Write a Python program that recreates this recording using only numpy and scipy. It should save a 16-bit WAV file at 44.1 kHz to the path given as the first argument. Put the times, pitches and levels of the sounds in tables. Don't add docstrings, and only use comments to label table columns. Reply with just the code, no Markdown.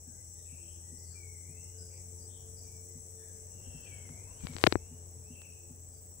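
import sys
import numpy as np
from scipy import signal
from scipy.io import wavfile
from scipy.ndimage import uniform_filter1d, map_coordinates

SR = 44100
rng = np.random.default_rng(int(sys.argv[2]) if len(sys.argv) > 2 else 0)


def pcm_store(signal):
    levels = np.round(np.clip(np.atleast_2d(signal), -1, 1) * 32767)
    wavfile.write(sys.argv[1], SR, levels.astype(np.int16).T)


def makeup_ratio(level_db):
    decades = np.asarray(level_db, float) / 20
    return 10 ** decades


N = 273420


def unit(x):
    return x / np.sqrt(np.mean(x ** 2) + 1e-20)


def along(points, hz):
    f, value = np.transpose(points)
    return np.interp(np.log(hz + 1), np.log(f + 1), value)


def curves(rows):
    s, *columns = np.transpose(rows)
    return [np.interp(np.arange(N) / SR, s, column) for column in columns]


def wobble(rate):
    knots = rng.standard_normal(int(N * rate / SR) + 4)
    return map_coordinates(knots, [np.arange(N) * rate / SR])


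def sides(db):
    return np.array([makeup_ratio(db / 2), makeup_ratio(-db / 2)])


# f/Hz, left over right level/dB
NOISE_BALANCE = [(60, 4), (200, 8), (380, 2.5), (700, 10.5), (2400, 2.5), (4400, 2.5), (6000, 2.5),
                 (10000, 7), (15000, .5)]


def rush(spectrum, alike, patchy_db):
    hz, _, z = signal.stft(rng.standard_normal((2, N)), SR, nperseg=2048)
    patches = uniform_filter1d(rng.standard_normal(z.shape[1:]), 12, 0)
    patches = unit(uniform_filter1d(patches, 3, 1))
    turn = np.arccos(np.clip(along(alike, hz), -1, 1))[:, None] / 2
    mid = z[0] * np.cos(turn)
    side = z[1] * np.sin(turn)
    gain = makeup_ratio(along(spectrum, hz)[:, None] + patchy_db * patches)
    pair = np.array([mid + side, mid - side]) * gain
    pair = pair * sides(along(NOISE_BALANCE, hz))[..., None]
    return unit(signal.istft(pair, SR, nperseg=2048)[1][:, :N])


def strokes(rate, sharp):
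    phase = 2 * np.pi * np.cumsum(rate) / SR + rng.uniform(0, 2 * np.pi)
    return np.exp(sharp * (np.cos(phase) - 1))


# t/s, level/dB
FLOOR_LEVEL = [(0, -60), (1.9, -60), (2.6, -57), (3.4, -57.5), (3.95, -51.5), (4.7, -54.5), (5.3, -56.5),
               (6.2, -59)]
# f/Hz, relative density level/dB per Hz
FLOOR_SPECTRUM = [(15, -51.5), (25, -17), (37, -17), (64, -4.5), (91, -7.5), (111, -6.5), (135, -18),
                  (184, -18.5), (219, -21.5), (311, -24.5), (422, -18.5), (1230, -40), (2040, -40),
                  (4210, -49.5), (4700, -46.5), (6110, -85.5), (10300, -120)]
# f/Hz, left-right likeness (0 to 1)
FLOOR_LIKENESS = [(60, 0.84), (110, 1), (200, 1), (400, 0.41), (700, 0.81), (1300, 0)]


def forest_floor():
    level_db = curves(FLOOR_LEVEL)[0] + 0.8 * wobble(3)
    return makeup_ratio(level_db) * rush(FLOOR_SPECTRUM, FLOOR_LIKENESS, patchy_db=1.1)


# t/s, cicada relative level/dB,
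# cicada relative left-right difference/dB, broad chorus relative level/dB, katydid relative level/dB
CHORUS_LEVELS = [(0, -55.5, 8.5, -61.5, -68), (.5, -54.5, 8.5, -61.5, -68.5), (2.8, -55, 9, -61, -66.5),
                 (4.4, -54.5, 5.5, -62, -70), (4.8, -56.5, 4, -63.5, -69.5), (6.2, -56, 4.5, -65, -65)]
# f/Hz, relative density level/dB per Hz
CICADA_SPECTRUM = [(4180, -33), (7100, -14), (7310, -8.5), (7670, 6), (7980, 7.5), (8280, -1.5),
                   (8700, -40), (11300, -49), (19100, -120)]
BROAD_SPECTRUM = [(4300, -60.5), (4800, -22), (5300, -8.5), (5800, 2), (6400, 0.5), (7200, -2),
                  (8500, -22.5), (9000, -13.5), (10100, -4), (10900, -13), (12000, -17), (14000, -20),
                  (15700, -17), (15900, -58.5)]
KATYDID_SPECTRUM = [(11500, -36.5), (13000, -14), (14300, -5), (15000, -0.5), (15700, 0.5), (15900, -46)]


def insects():
    cicada_db, pan_db, broad_db, katydid_db = curves(CHORUS_LEVELS)
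    apart = [(1000, 0.013)]  # f/Hz, left-right likeness

    buzz = 1 + 0.5 * strokes(100 + 4 * wobble(2.3), sharp=0.5)
    buzz = buzz + 0.5 * strokes(148 + 5 * wobble(2.7), sharp=1.0)
    cicadas = unit(buzz * rush(CICADA_SPECTRUM, apart, patchy_db=-0.67))
    cicadas = makeup_ratio(cicada_db + 2.0 + 0.33 * wobble(24)) * sides(pan_db - 5.5) * cicadas

    broad = makeup_ratio(broad_db + 4.0 + 0.4 * wobble(6)) * rush(BROAD_SPECTRUM, apart, patchy_db=2.0)

    chirr = 0.5 + strokes(23 + 0.15 * wobble(2), sharp=2.2) * makeup_ratio(1.5 * wobble(5))
    chirr = chirr + 0.6 * strokes(47 + 1.5 * wobble(2), sharp=2.2)
    katydids = unit(chirr * rush(KATYDID_SPECTRUM, apart, patchy_db=1.5))
    return cicadas + broad + makeup_ratio(katydid_db + 0.3) * katydids


# t/s, length/s, relative level/dB
RASP_EVENTS = [(.97, 0.3, -60), (1.775, 0.28, -60), (2.18, 0.16, -62), (2.56, 0.26, -59)]
# f/Hz, relative density level/dB per Hz
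RASP_SPECTRUM = [(4350, -46.5), (4650, -10), (4850, 8), (5200, 6), (5900, 3.5), (6500, -42.5)]


def rasps():
    t = np.arange(N) / SR
    gate = np.zeros(N)
    for s, length, db in RASP_EVENTS:
        fade_db = 8 * (t - s).clip(0, 1) / length
        ramps = np.minimum((t - s) / 0.017, (s + length - t) / 0.08)
        gate += makeup_ratio(db - fade_db) * np.clip(ramps, 0, 1)
    pulses = 1.8 + strokes(np.full(N, 60), sharp=1.1)
    return gate * unit(pulses * rush(RASP_SPECTRUM, [(1000, 0.11)], patchy_db=4.5))


# t/s, firing f/Hz, fundamental level/dB, fifth-order level/dB (before waver and balance)
MOTOR_COURSE = [(0, 84, -56, -93), (1, 84.5, -52.5, -75.5), (2.1, 88.4, -51.5, -64.5),
                (3.43, 88.3, -55.5, -65), (3.56, 91.57, -56, -72), (4.35, 91.7, -52.5, -77.5),
                (4.7, 86.9, -52, -66), (6.2, 86.8, -56.5, -74.5)]
# multiple of the firing frequency, level/dB re the fundamental
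MOTOR_ORDERS = [(1.5, -20.5), (2, -19), (3, -25), (4, -24), (6, -30.5), (10, -33)]


def motor():
    hz, low_db, fifth_db = curves(MOTOR_COURSE)
    phase = 2 * np.pi * np.cumsum(hz + 0.6 * wobble(8)) / SR

    def tone(order, db, waver_db):
        level = np.sqrt(2) * makeup_ratio(db + waver_db * wobble(14))
        return level * np.sin(order * phase + 0.25 * wobble(10))

    hum = tone(1, low_db, 0.89) + tone(5, fifth_db, 2.5)
    for order, db in MOTOR_ORDERS:
        hum = hum + tone(order, low_db + db, 4.1)
    return hum * sides(3.2)[:, None]


# t/s, lower-mode relative level/dB, upper mode over lower/dB
THUMP_EVENTS = [(.07, -44.5, 6), (0.518, -40, -3), (.92, -41, 2.5), (1.486, -37.5, -7), (2.951, -38, -0.5),
                (3.666, -52, 12.5), (3.741, -33.5, -4.5), (4.098, -33, -4), (4.49, -30.5, -1.5),
                (4.91, -37, 1), (5.3, -37, 3), (5.698, -40, 3)]
# f/Hz, 60 dB decay time/s (before the swell)
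THUMP_RESONANCES = [(150, 0.11), (245, 0.099)]


def thumps():
    out = np.zeros(N + SR)
    t = np.arange(SR // 4) / SR
    swell = 1 - np.exp(-t / 0.017)
    phases = rng.uniform(size=(len(THUMP_EVENTS), 2))
    for (s, db, upper_db), turns in zip(THUMP_EVENTS, phases):
        ring = np.zeros(len(t))
        for (hz, t60), level, turn in zip(THUMP_RESONANCES, (db, db + upper_db), turns):
            ring += makeup_ratio(level - 60 * t / t60) * np.sin(2 * np.pi * (hz * t + turn))
        out[round(s * SR):][:len(t)] += ring * swell
    return out[:N] * sides(3.5)[:, None]


# t/s, length/s, relative level/dB
WHISTLE_EVENTS = [(1.14, .65, -63.5), (3.85, .64, -62.5), (4.4, .6, -64)]
# share of its length, f/Hz, relative level/dB
WHISTLE_COURSE = [(0, 2450, -8), (.04, 2380, 1), (.18, 2200, 0), (.36, 2080, -3), (.5, 2280, -9),
                  (.68, 2650, -10), (.83, 2880, -10), (.93, 2890, -14), (1, 2880, -26)]
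# t/s,
# length/s, start f/Hz, end f/Hz, relative level/dB
HOARSE_CALLS = [(0.346, 0.14, 3670, 3550, -77), (0.451, 0.18, 2607, 2610, -67.5),
                (0.553, 0.23, 2660, 3190, -69.5), (1.035, 0.14, 4610, 4500, -67.5),
                (1.094, 0.095, 1580, 1573, -74), (1.894, 0.12, 2303, 2180, -70.5),
                (2.17, 0.086, 8600, 8700, -65), (2.281, 0.16, 3387, 3275, -67.5),
                (3.17, 0.15, 1787, 1710, -71), (3.624, 0.45, 3096, 3054, -68.5),
                (3.651, 0.49, 1670, 1720, -74.5), (5.301, 0.25, 2759, 2600, -66.5),
                (5.447, 0.2, 2765, 2580, -92)]
CLEAR_NOTES = [(0.057, 0.079, 1660, 1570, -74), (0.136, 0.14, 1986, 2070, -75.5),
               (0.358, 0.092, 1900, 1880, -76.5), (0.805, 0.36, 1884, 2142, -76),
               (1.405, 0.24, 2106, 2088, -72), (1.75, 0.045, 1540, 1550, -72),
               (2.626, 0.18, 2370, 2300, -75.5), (2.85, 0.17, 2070, 2010, -78.5),
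               (3.16, .1, 3570, 3480, -76.5), (3.33, 0.11, 2130, 2150, -77), (3.501, 0.2, 2800, 2815, -73),
               (3.647, .3, 2764, 2622, -63.5), (3.75, .15, 4380, 4420, -78), (4.125, 0.14, 2140, 2095, -72),
               (4.256, 0.066, 966, 974, -65), (4.34, .1, 2880, 3300, -74.5),
               (5.229, 0.088, 2430, 2750, -74.5), (5.308, .2, 2764, 2563, -63.5),
               (5.913, 0.12, 4790, 4800, -75.5)]
# f/Hz, 60 dB decay time/s
TREE_DECAY = [(1000, 1), (3000, 0.62), (9000, .4)]


def birds():
    t = np.arange(N) / SR
    song = np.zeros(N)
    for s, length, level_db in WHISTLE_EVENTS:
        hz, db = curves([(s + share * length, *shape) for share, *shape in WHISTLE_COURSE])
        sounding = (t > s) & (t < s + length)
        level = sounding * makeup_ratio(level_db + db + 2.5 * wobble(60))
        song += level * np.sin(2 * np.pi * np.cumsum(hz + 30 * wobble(200)) / SR)

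    warble, flutter = wobble(300), wobble(50)
    calls = [(*row, 183) for row in HOARSE_CALLS] + [(*row, 45.7) for row in CLEAR_NOTES]
    for s, length, start_hz, end_hz, db, warble_hz in calls:
        at = slice(round(s * SR), round((s + length) * SR))
        share = (t[at] - s) / length
        hz = start_hz + (end_hz - start_hz) * share + warble_hz * warble[at]
        swell = np.sqrt(np.abs(np.sin(np.pi * share)))
        song[at] += makeup_ratio(db + 2.0 * flutter[at]) * swell * np.sin(2 * np.pi * np.cumsum(hz) / SR)

    hz, lag, z = signal.stft(rng.standard_normal((2, SR // 2)), SR, nperseg=256)
    decay = makeup_ratio(-60 * lag / along(TREE_DECAY, hz)[:, None])
    tail = signal.istft(z * decay, SR, nperseg=256)[1]
    echo = signal.fftconvolve(song[None], tail / np.linalg.norm(tail[0]), axes=1)[:, :N]
    return (makeup_ratio(-4.5) * song + makeup_ratio(-4.0) * echo) * sides(13.0)[:, None]


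def near_left():
    return makeup_ratio(np.array([[0], [-39]]))


# t/s, level/dB at the near microphone
RUB_LEVEL = [(4.3, -91), (4.44, -55), (4.5, -55), (4.58, -57.5), (4.63, -45), (4.665, -44), (4.68, -64),
             (4.725, -46.5), (4.75, -72), (4.88, -82)]
# f/Hz, relative density level/dB per Hz
SKIN_SPECTRUM = [(150, -20), (400, -7.5), (1200, -9.5), (2500, -10.5), (4000, -11), (6500, -13.5),
                 (12000, -19), (16000, -50)]


def rub():
    grain_db = 3 * wobble(400)
    slips = makeup_ratio(grain_db) * rush(SKIN_SPECTRUM, [(1000, 0.8)], patchy_db=0.8)[0]
    return makeup_ratio(curves(RUB_LEVEL)[0]) * unit(slips) * near_left()


# t/s, push peak level/dB (before the port), contact time/ms, ring level/dB re the push
RAP_EVENTS = [(4.092, -38, 0.38, -5), (4.408, -40, 0.23, -15), (4.436, -24, 5.5, -7),
              (4.448, -20.5, 5.1, -6), (4.4699, -18, 0.23, -19), (4.536, -30.5, 0.13, -10),
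              (4.553, -25.5, 4.4, -7), (4.566, -18.5, 0.2, -7.5), (4.585, -20, 0.14, -20.5),
              (4.614, -23.5, .12, -19.5), (4.6393, 3.5, 0.28, -4.5), (4.6661, -13.5, 0.22, 0),
              (4.6673, 0, 0.37, -17.5), (4.6688, -7.5, 0.52, -9.5), (4.6702, 3.5, 0.22, -12.5),
              (4.6727, -3.5, 2.3, 5.5), (4.7247, -6, 0.26, -1.5), (4.7554, -11, 0.61, 8.5),
              (5.418, -34.5, .2, -23)]
# f/Hz, 60 dB decay time/s, relative level/dB
CASE_MODES = [(110, .06, -21), (340, 0.015, -5), (670, 0.005, -13.5), (1500, 0.0023, -11.5),
              (3900, .004, -4.5)]
PORT_BAND = [70.5, 10400]


def raps():
    out = np.zeros((2, N + SR))
    t = np.arange(SR // 10) / SR
    spreads_db = rng.normal(0, 1.5, (len(RAP_EVENTS), len(CASE_MODES)))
    for (s, db, contact_ms, ring_db), spread in zip(RAP_EVENTS, spreads_db):
        push = np.sin(np.pi * np.clip(t * 1000 / contact_ms, 0, 1)) ** 2
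        modes = np.zeros(len(t))
        for (hz, t60, level), change_db in zip(CASE_MODES, spread):
            modes += makeup_ratio(level + change_db - 60 * t / t60) * np.sin(2 * np.pi * hz * t)
        ring = np.convolve(modes, push[:SR // 200] / (push.sum() + 1e-9))[:len(t)]
        knock = makeup_ratio(db) * (makeup_ratio(ring_db) * ring - push)
        out[:, round(s * SR):][:, :len(t)] += knock * near_left()
    return signal.lfilter(*signal.butter(1, PORT_BAND, 'band', fs=SR), out[:, :N])


def scene():
    background = forest_floor() + insects() + rasps() + motor() + thumps()
    return background + birds() + rub() + raps()


def low_pass(x):
    return signal.sosfilt(signal.butter(12, 17010, fs=SR, output="sos"), x)


def record(dry):
    return low_pass(dry)


dry = scene()
out = record(dry)
pcm_store(out)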